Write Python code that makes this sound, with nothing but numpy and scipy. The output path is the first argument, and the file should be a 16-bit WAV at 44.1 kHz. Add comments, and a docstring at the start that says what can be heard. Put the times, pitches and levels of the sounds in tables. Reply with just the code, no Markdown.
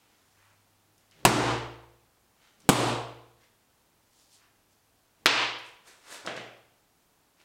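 """Cane strikes in a bare training hall.

A wooden cane smacks two vinyl-covered foam shields, then a padded baton. Its crook slides along
the baton and drags it down to knock on the floor; clothes swish between blows, traffic drones far off.
Each smack overloads the camera, whose gain control then holds the hall's ring level for a moment."""
import sys
import numpy as np
from scipy import signal
from scipy.fft import rfft, irfft, next_fast_len
from scipy.io import wavfile
from scipy.ndimage import uniform_filter1d

SR = 44100
rng = np.random.default_rng(int(sys.argv[2]) if len(sys.argv) > 2 else 0)


def persist_wave(psi):
    """Save psi, clipped to +-1, as 16-bit WAV."""
    counts = np.round(np.clip(psi, -1, 1) * 32767).astype(np.int16)
    wavfile.write(sys.argv[1], SR, np.atleast_2d(counts).T)


N = 328116

# cane on upright shield, tilted shield, baton: start_s, level_db, crack_t60_s, direct_db, push_db
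STRIKES = [(1.251, 36, 0.01, -3.5, -2.5), (2.6900, 32, 0.019, -4.5, 7), (5.2588, 21, 0.0063, -2, -3)]
# baton tip on the floor: start_s, level_db, crack_t60_s, thump_db
KNOCKS = [(6.2735, -3, 0.014, 6.5), (6.3755, -9, 0.01, 11)]


def strikes():
    """The cane lands on each pad in turn; foam and cover colour the smack."""
    # pad spectra: freq_hz, gain_db
    upright_shield = [(30, -1.5), (70, -4.5), (100, -5), (150, 4), (220, 2.5), (330, 1.5), (500, -5.5),
                      (900, 0), (1600, -6), (2700, -11), (5000, -14.5), (8500, -14), (11000, -21.5),
                      (16000, -30.5)]
    tilted_shield = [(30, -11), (70, -10.5), (150, 2.5), (290, 1.5), (430, -4), (700, -1.5), (1100, -2),
                     (1800, -12), (3200, -11), (6000, -16.5), (8300, -11.5), (11000, -19), (16000, -26)]
    baton = [(30, -9), (70, -18), (130, -10.5), (190, -6.5), (290, -4.5), (550, -4), (950, 2), (1700, 2.5),
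             (2600, 4.5), (4600, -1.5), (6500, -9.5), (8500, -15.5), (10500, -30), (16000, -30)]
    pads = (upright_shield, tilted_shield, baton)
    track = np.zeros(N)
    for (start_s, level_db, t60_s, direct_db, push_db), pad in zip(STRIKES, pads):
        add(track, start_s, amp(level_db) * impact(spectrum(pad), t60_s, push_db, direct_db))
    return track


def crack(t60_s, push_db, split_hz=600):
    """Contact: one smooth bass push from the core, a brief surface crackle above it."""
    t = np.arange(SR // 10) / SR
    burst = rng.standard_normal(len(t)) * amp(-60 * t / t60_s) * (1 - np.exp(-t / .0008))
    burst /= np.linalg.norm(burst)
    crackle = signal.lfilter(*signal.butter(2, split_hz, "high", fs=SR), burst)
    push = signal.lfilter(*signal.butter(2, split_hz, fs=SR), signal.unit_impulse(len(t)))
    return amp(push_db) * push + crackle


def impact(colour, t60_s, push_db, direct_db):
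    """A hit across the hall: direct path and reflections, each with its own crackle, then the tail."""
    # reflections off near surfaces: delay_s, gain_db
    walls = [(.0064, -5.5), (0.0141, -11.5), (.024, -13.5), (.0325, -16), (0.0423, -15)]
    paths = hall()
    add(paths, 0, amp(direct_db) * crack(t60_s, push_db))
    for delay_s, gain_db in walls:
        add(paths, delay_s + rng.normal(0, .0002), amp(gain_db) * crack(.49 * t60_s, push_db))
    return signal.fftconvolve(paths, minimum_phase(colour))


def clash_ring(pitch_hz=977, level_db=-31, t60_s=.86):
    """The last strike, stick on stick, leaves a thin ring."""
    t = np.maximum(np.arange(N) / SR - STRIKES[-1][0], 0)
    return amp(level_db - 60 * t / t60_s) * np.sin(2 * np.pi * pitch_hz * t)


def knocks(thump_hz=165):
    """The baton lands and bounces; a flatter landing has more floor thump."""
    # floor spectrum: freq_hz, gain_db
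    flooring = [(40, -17), (120, -11), (200, 0.5), (290, -5.5), (480, 4.5), (680, 9.5), (900, -1.5),
                (1400, 3.5), (2100, 3), (3400, -1.5), (5000, -22), (8500, -19), (11000, -47),
                (16000, -41.5)]
    track = np.zeros(N)
    for start_s, level_db, t60_s, thump_db in KNOCKS:
        colour = lambda hz: amp(log_interp(flooring, hz) + thump_db * bell(hz, thump_hz, .64))
        add(track, start_s, amp(level_db) * impact(colour, t60_s, push_db=1, direct_db=2))
    return track


def padding(squash_lead_s=.016, rise_s=.0085, fall_s=.012, slap_lead_s=.0105):
    """The baton's foam squashes and its cover slaps the floor just before the core knocks."""
    squashes = [(s - squash_lead_s, db - 39.5, rise_s, fall_s) for s, db, *_ in KNOCKS]
    track = swishes(squashes, band(450, octaves=1.4), grain_db=3.5, direct_db=-1.5)
    for start_s, level_db, *_ in KNOCKS:
        add(track, start_s - slap_lead_s, amp(level_db - 5) * click(t60_s=.013, centre_hz=4500))
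    return track


def slides(fall_s=.057, hiss_db=-10.5, hiss_share=.54):
    """The crook rubs along the baton's cover, hissing brighter where it moves fastest."""
    # crook strokes: peak_s, level_db, rise_s
    pulls = [(5.881, -53.5, 0.021), (6.132, -44, 0.048)]
    # cover friction spectrum: freq_hz, gain_db
    cover = [(88, -52), (150, -17), (296, -8.5), (561, -4.5), (1450, -2), (2230, -5), (8830, -10),
             (15500, -30)]
    strokes = [(s, db, rise_s, fall_s) for s, db, rise_s in pulls]
    fastest = [(s, db + hiss_db, rise_s * hiss_share, fall_s * hiss_share) for s, db, rise_s in pulls]
    rub = swishes(strokes, spectrum(cover), grain_db=1.5, direct_db=-1)
    hiss = swishes(fastest, band(8500, octaves=1), grain_db=-1, direct_db=1)
    return rub + hiss


def ticks():
    """The cane clicks as it shifts in the hand and catches on the baton."""
    # cane contacts: start_s, level_db, centre_hz
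    contacts = [(.979, -35, 6870), (1.111, -32, 5200), (1.119, -24, 2353), (2.602, -32, 6330),
                (2.618, -33, 4800), (5.588, -31, 8000)]
    track = np.zeros(N)
    for start_s, level_db, centre_hz in contacts:
        add(track, start_s, amp(level_db) * click(t60_s=.018, centre_hz=centre_hz))
    return track


def click(t60_s, centre_hz, cutoff_hz=11000):
    """A small contact with one broad resonance."""
    colour = lambda hz: bell(hz, centre_hz, .61) + .015 / (1 + (hz / cutoff_hz) ** 4)
    return amp(-3) * impact(colour, t60_s, push_db=0, direct_db=3)


def swings(full_strike_db=36, db_per_db=.7):
    """strike_s, effort_db per swing: a harder strike moves more air and cloth."""
    return [(s, db_per_db * (db - full_strike_db)) for s, db, *_ in STRIKES]


def whooshes(level_db=-53, lead_s=.0075, rise_s=.052, fall_s=.009):
    """Air pushed ahead of the cane, cut short as it lands."""
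    strokes = [(s - lead_s, level_db + effort_db, rise_s, fall_s) for s, effort_db in swings()]
    return swishes(strokes, band(200, octaves=1.15), grain_db=3.5, direct_db=-6)


def clothes(swing_db=-64.5, lead_s=.036, rise_s=.058):
    """Dull sleeve rustle with and between swings; brighter brushes of cane and hand over cloth."""
    # arm lifts and backswings: peak_s, level_db, rise_s
    sleeves = [(.05, -70.5, 0.18), (1.02, -71, 0.031), (2.45, -64.5, 0.058), (3.43, -63.5, 0.034),
               (7.41, -61.5, .022)]
    # brushes over cloth: peak_s, level_db, rise_s
    brushes = [(.32, -73.5, 0.26), (4.2, -64.5, 0.068), (4.345, -59, 0.027), (4.73, -73.5, .025),
               (5.67, -60.5, .03)]
    swinging = [(s - lead_s, swing_db + effort_db, rise_s) for s, effort_db in swings()]
    rustle = rubs(sleeves + swinging, band(1590, octaves=1.45))
    return rustle + rubs(brushes, band(5740, octaves=.85))


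def scuffs():
    """A shoe shifts on the floor."""
    # sole movements: peak_s, level_db, rise_s
    shifts = [(.43, -66, 0.086), (4.43, -64.5, 0.033)]
    return rubs(shifts, band(1400, octaves=.87))


def rubs(moves, colour, fall_per_rise=1.1):
    """Cloth or sole friction: a limb moves, then settles slightly slower."""
    strokes = [(s, db, rise_s, rise_s * fall_per_rise) for s, db, rise_s in moves]
    return swishes(strokes, colour, grain_db=2.5, direct_db=-1.5)


def swishes(strokes, colour, grain_db, direct_db):
    """Noise swells in the hall, roughened by tiny catches of the surfaces."""
    t = np.arange(N) / SR
    swell = np.zeros(N)
    for peak_s, level_db, rise_s, fall_s in strokes:
        from_peak = 1.4 * (t - peak_s) / np.where(t < peak_s, rise_s, fall_s)
        swell += amp(level_db) / np.cosh(np.clip(from_peak, -20, 20))
    smooth = swell * noise(colour)
    catches = unit_rms(uniform_filter1d(rng.standard_normal(N), size=90))
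    rough = smooth * unit_rms(amp(grain_db * catches))
    return amp(direct_db) * rough + amp(-8.5) * signal.fftconvolve(rough, hall())[:N]


def hall(build_s=.006):
    """Late impulse response: diffuse tail plus standing waves."""
    # tail decay: freq_hz, t60_s
    decay = [(60, 1.0), (160, 0.3426), (420, 0.635), (950, 0.6946), (1600, 0.6338), (3000, 0.6515),
             (5000, 0.5648), (8000, 0.4629), (14000, 0.3761)]
    # tail spectrum: freq_hz, gain_db
    colour = [(30, -18), (95, -18), (135, -1), (180, -4), (280, 4), (1000, -1), (4000, -0.5), (9000, -3.5),
              (16000, -11)]
    # standing waves: freq_hz, level_db, t60_s
    modes = [(63, -61.5, 1.1), (119, -46.5, 0.78), (135.3, -50.5, .55), (295.2, -51, .62),
             (346.6, -54.5, 0.83), (459, -54.5, .88), (505, -60, 0.97), (820, -60.5, 0.47)]
    t = np.arange(SR * 3 // 2) / SR
    hz, frame_s, bins = signal.stft(rng.standard_normal(len(t)), SR, nperseg=512)
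    fade_db = log_interp(colour, hz)[:, None] - 60 * frame_s / log_interp(decay, hz)[:, None]
    tail = signal.istft(bins * amp(fade_db), SR, nperseg=512)[1][:len(t)]
    waves = sum(amp(level_db - 60 * t / t60_s) * np.sin(2 * np.pi * (freq_hz * t + rng.random()))
                for freq_hz, level_db, t60_s in modes)
    return (amp(-26) * tail + waves) * (1 - np.exp(-t / build_s))


def background(drone_hz=101.5, waver_hz=1.3):
    """Still air and hiss; a wavering drone of distant traffic comes and goes."""
    # room noise spectrum: freq_hz, gain_db
    air = [(15, -35.5), (25, -3), (102, -4.5), (133, -4), (255, -5), (291, -4), (361, -6.5), (637, -8),
           (691, -6.5), (791, -6), (1390, -11), (1980, -13.5), (15800, -19.5)]
    # traffic envelope: time_s, level_db
    traffic = [(0, -85), (.5, -71.5), (1.2, -77.5), (2.2, -88.5), (3.9, -87.5), (4.4, -79.5), (7.4, -96)]
    waver = noise(lambda hz: 1 / (1 + (hz / 3) ** 4))
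    drone = unit_rms(np.sin(2 * np.pi * np.cumsum(drone_hz + waver_hz * waver) / SR))
    drone_db = np.interp(np.arange(N) / SR, *np.transpose(traffic))
    return amp(-67.5) * noise(spectrum(air)) + amp(drone_db) * drone


def amp(db):
    return 10 ** (np.asarray(db) / 20)


def unit_rms(x):
    return x / np.sqrt(np.mean(x ** 2) + 1e-20)


def log_interp(points, hz):
    """Interpolate freq_hz, value rows on a log-frequency axis."""
    freq_hz, values = np.transpose(points)
    return np.interp(np.log(hz + 1), np.log(freq_hz + 1), values)


def spectrum(points):
    """Gain curve through freq_hz, gain_db rows."""
    return lambda hz: amp(log_interp(points, hz))


def bell(hz, centre_hz, octaves):
    """Gaussian of height 1 in log frequency."""
    return np.exp(-.5 * (np.log2((hz + 1) / centre_hz) / octaves) ** 2)


def band(centre_hz, octaves, cutoff_hz=13000):
    """Gain curve: one broad hump, top rolled off."""
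    return lambda hz: bell(hz, centre_hz, octaves) / (1 + (hz / cutoff_hz) ** 6)


def noise(colour):
    """Unit-rms noise shaped by a gain curve."""
    size = next_fast_len(N + 8192)
    bins = rfft(rng.standard_normal(N), size) * colour(np.fft.rfftfreq(size, 1 / SR))
    return unit_rms(irfft(bins, size)[:N])


def minimum_phase(colour, size=4096):
    """Causal impulse response of a gain curve."""
    gain = np.maximum(colour(np.fft.rfftfreq(size, 1 / SR)), 1e-6)
    cepstrum = irfft(np.log(gain))
    cepstrum[1:size // 2] *= 2
    cepstrum[size // 2 + 1:] = 0
    return irfft(np.exp(rfft(cepstrum)))


def add(track, start_s, sound):
    part = track[max(0, round(start_s * SR)):][:len(sound)]
    part += sound[:len(part)]


def lag(x, tau_s):
    """One-pole follower."""
    pole = np.exp(-1 / (tau_s * SR))
    return signal.lfilter([1 - pole], [1, -pole], x)


def gain_control(x, limit_db, window_s, lag_s):
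    """Turns down level above the limit, too slowly to catch the first milliseconds."""
    level_db = 10 * np.log10(lag(x ** 2, window_s) + 1e-12)
    excess_db = np.maximum(level_db - limit_db, 0)
    return x * amp(-lag(excess_db, lag_s))


def scene():
    """Three strikes, the baton dragged to the floor, movement and background; mono."""
    blows = strikes() + clash_ring() + knocks() + padding()
    movement = whooshes() + clothes() + scuffs() + slides() + ticks()
    return (blows + movement + background())[None]


def record(dry, low_hz=18, top_hz=15900):
    """Camera: bass cut, gain control, overload clipping, band limit."""
    bass_cut = signal.butter(2, low_hz, "high", fs=SR, output="sos")
    band_limit = signal.ellip(10, .1, 70, top_hz, fs=SR, output="sos")
    heard = signal.sosfilt(bass_cut, dry[0])
    held = gain_control(heard, limit_db=-23, window_s=.021, lag_s=.0059)
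    clipped = np.clip(held, -.52, .52)
    return signal.sosfilt(band_limit, clipped)[None]


dry = scene()
out = record(dry)
persist_wave(out)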